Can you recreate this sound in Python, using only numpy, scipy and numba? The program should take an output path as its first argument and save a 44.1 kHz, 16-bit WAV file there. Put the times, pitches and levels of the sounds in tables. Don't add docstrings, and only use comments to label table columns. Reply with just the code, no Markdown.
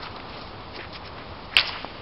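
import sys
import numpy as np
from scipy import signal
from scipy.fft import rfft, irfft
from scipy.io import wavfile
from scipy.ndimage import uniform_filter1d
from numba import njit

SR = 44100
rng = np.random.default_rng(int(sys.argv[2]) if len(sys.argv) > 2 else 0)


def output_pcm(signal):
    pcm = np.clip(np.atleast_2d(signal).T, -1, 1) * 32767
    wavfile.write(sys.argv[1], SR, np.round(pcm).astype(np.int16))


def volts(x):
    e = np.asarray(x, float) / 20
    return 10 ** e


N = 88861

# frequency in Hz, level in dB per Hz.
HUM_TONE = [(15, -22), (35, -2), (65, -0.5), (200, -6), (1200, -7), (1600, -16), (4900, -19), (5600, -27)]
# centre in seconds, length in seconds, level in dB, pitch in Hz.
SCUFF_STROKES = [(.005, 0.053, -40.5, 1060), (0.032, 0.023, -36, 4500), (0.034, 0.028, -37.5, 1150),
                 (0.057, 0.028, -36, 2400), (0.069, 0.024, -35.5, 1370), (0.112, 0.0095, -42, 4540),
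                 (0.164, 0.0071, -40, 3500), (0.169, 0.019, -41, 1000), (0.202, 0.011, -43.5, 2200),
                 (0.294, 0.019, -42.5, 3530), (0.355, 0.068, -43.5, 2800), (0.423, 0.13, -43, 4400),
                 (0.766, 0.038, -37, 4400), (0.759, 0.035, -39, 2600), (0.789, .04, -36, 500),
                 (0.802, 0.046, -36, 1800), (0.846, 0.033, -41, 1990), (0.938, 0.029, -40.5, 4480),
                 (0.957, 0.031, -34, 2660), (0.959, 0.029, -40, 4500), (1.556, 0.028, -41.5, 4300),
                 (1.069, 0.032, -41.5, 4270), (1.065, 0.055, -41.5, 2500), (1.185, 0.017, -35, 980),
                 (1.202, 0.06, -44.5, 2000), (1.453, .01, -42.5, 4800), (1.538, 0.036, -36, 1740),
                 (1.686, 0.054, -30.5, 4800), (1.831, 0.011, -42, 4770), (1.757, .03, -33.5, 1160)]
# frequency in Hz, level in dB per Hz.
STREET_TONE = [(200, -19), (600, -5.5), (1100, -2), (1600, -4), (2900, 1.5), (3700, -8), (4700, -4.5),
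               (5600, -16.5)]
# frequency in Hz, level in dB per Hz.
NEAR_TONE = [(150, -35), (500, -22), (1300, -7), (1650, -10.5), (2200, -7), (3100, -4.5), (3700, -13),
             (4700, -3.5), (5600, -21)]
# centre in seconds, peak in dB, pitch in Hz, length in seconds.
BALL_KNOCKS = [
    (1.5680, -19, 1000, .003),
    (1.5690, -27, 380, .006),
    (1.6951, -23, 1000, .005),
    (1.8467, -16, 820, .0019),
    (1.847, -29, 300, .004),
    (.8455, -30, 1300, .002),
    (1.609, -22, 1200, .003),
    (1.9485, -32, 1500, .001),
]
# centre
# in seconds, peak in dB, pitch in Hz, length in seconds.
STICK_CRACKS = [(1.56728, 2.3, 2720, .0022), (1.5674, -15, 4300, .002), (1.5688, -15, 4200, .0014),
                (1.5700, -8, 2300, .0014), (1.5775, -13, 3300, .002), (1.5864, -7, 2400, .0014),
                (1.5876, -6, 3200, .0016), (1.5960, -9, 3900, .0014), (1.5972, -14, 4700, .0025),
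                (1.6060, -19, 4700, .002), (1.6117, -14, 4400, .002), (1.6819, -23, 4800, .0025),
                (1.6935, -21, 3000, .001), (1.8467, -31, 2200, .0006)]


@njit
def svf(x, hz, width):
    y, band, low = np.empty(len(x)), 0., 0.
    g, k = np.tan(np.pi * hz / SR), width / hz
    for i in range(len(x)):
        v = (band + g * (x[i] - low)) / (1 + g * (g + k))
        band, low, y[i] = 2 * v - band, low + 2 * g * v, k * v
    return y


def level(x, db):
    return x * volts(db) / np.sqrt(np.mean(x ** 2))


def walk(rate):
    hold = int(SR / rate)
    steps = np.repeat(rng.standard_normal(N // hold + 1), hold)
    slewed = uniform_filter1d(uniform_filter1d(steps, hold), hold)
    return 1.3 * slewed[:N]


def colour(x, tone):
    hz, db = np.array(tone).T
    f = np.maximum(np.fft.rfftfreq(N, 1 / SR), 1)
    gain = volts(np.interp(np.log(f), np.log(hz), db))
    return level(irfft(rfft(x) * gain, N), 0)


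def grit(grain_db):
    return rng.standard_normal(N) * volts(grain_db * rng.exponential(size=N))


def blows(table, glide):
    t, out = np.arange(N) / SR, np.zeros(N)
    rise_share = .48
    for centre, db, hz, length in table:
        u = t - centre
        shape = np.exp(-(2 * u / length / np.where(u < 0, rise_share, 1)) ** 2)
        out += volts(db) * shape * np.cos(2 * np.pi * hz * (u + glide * u ** 2 / 2))
    return out


def far_motor():
    motor_hz, width_hz = 84.6, 9.3
    swell_s, swell_length_s, swell_db = 2.1, 0.1, 5
    drone = level(svf(rng.standard_normal(N), motor_hz, width_hz), -51.5)
    t = np.arange(N) / SR
    return drone * volts(swell_db * np.exp(-((t - swell_s) / swell_length_s) ** 2))


def suburban_hum():
    noise = np.zeros(N)
    for hz in 25 * 2 ** np.arange(0, 8.5, .5):
        noise += svf(rng.standard_normal(N), hz, hz / 2) * volts(0.7 * walk(9.88))
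    f = np.maximum(np.fft.rfftfreq(N, 1 / SR), 20)
    flat = irfft(rfft(noise) * np.sqrt(1 + (25 / f) ** 2), N)
    motor = far_motor()
    return level(colour(flat, HUM_TONE), -39.5) * volts(0.52 * walk(2.5)) + motor


def scuffs():
    t, out = np.arange(N) / SR, np.zeros(N)
    drag = grit(3.5) * volts(1.63 * walk(200))
    for centre, length, db, hz in SCUFF_STROKES:
        hz, width = 1. * hz, 0.92 * hz
        tone = svf(svf(drag, hz, width), hz, width)
        out += level(tone, db) * np.exp(-(2 * (t - centre) / length) ** 2)
    return out


def echoes():
    crack_s, hold_s = 1.5668, 0.025
    near_t60_s, street_t60_s = 0.16, 1.2
    u = np.arange(N) / SR - crack_s
    onset = np.clip(u / .003, 0, 1)
    near = colour(grit(0.5) * volts(0.96 * walk(250)), NEAR_TONE)
    near *= volts(-19 - 60 * np.maximum(u - hold_s, 0) / near_t60_s)
    street = colour(rng.standard_normal(N) * volts(.7 * walk(60.35)), STREET_TONE)
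    street *= volts(-27.5 - 60 * np.maximum(u, 0) / street_t60_s)
    return onset * (near + street)


def ball_knocks():
    return blows(BALL_KNOCKS, glide=0)


def stick_crack():
    return blows(STICK_CRACKS, glide=130)


def scene():
    return (stick_crack() + ball_knocks() + echoes() + scuffs() + suburban_hum())[None]


def band_limit(x):
    return signal.sosfilt(signal.butter(12, 15970, fs=SR, output="sos"), x)


def record(dry):
    top_hz, offset, ceiling = 5450, -.0028, 1.02
    band = signal.ellip(10, .15, 45, top_hz, fs=SR, output="sos")
    narrow = signal.sosfiltfilt(band, dry)
    mix = np.clip(narrow + offset, -ceiling, ceiling)
    return band_limit(mix)


dry = scene()
out = record(dry)
output_pcm(out)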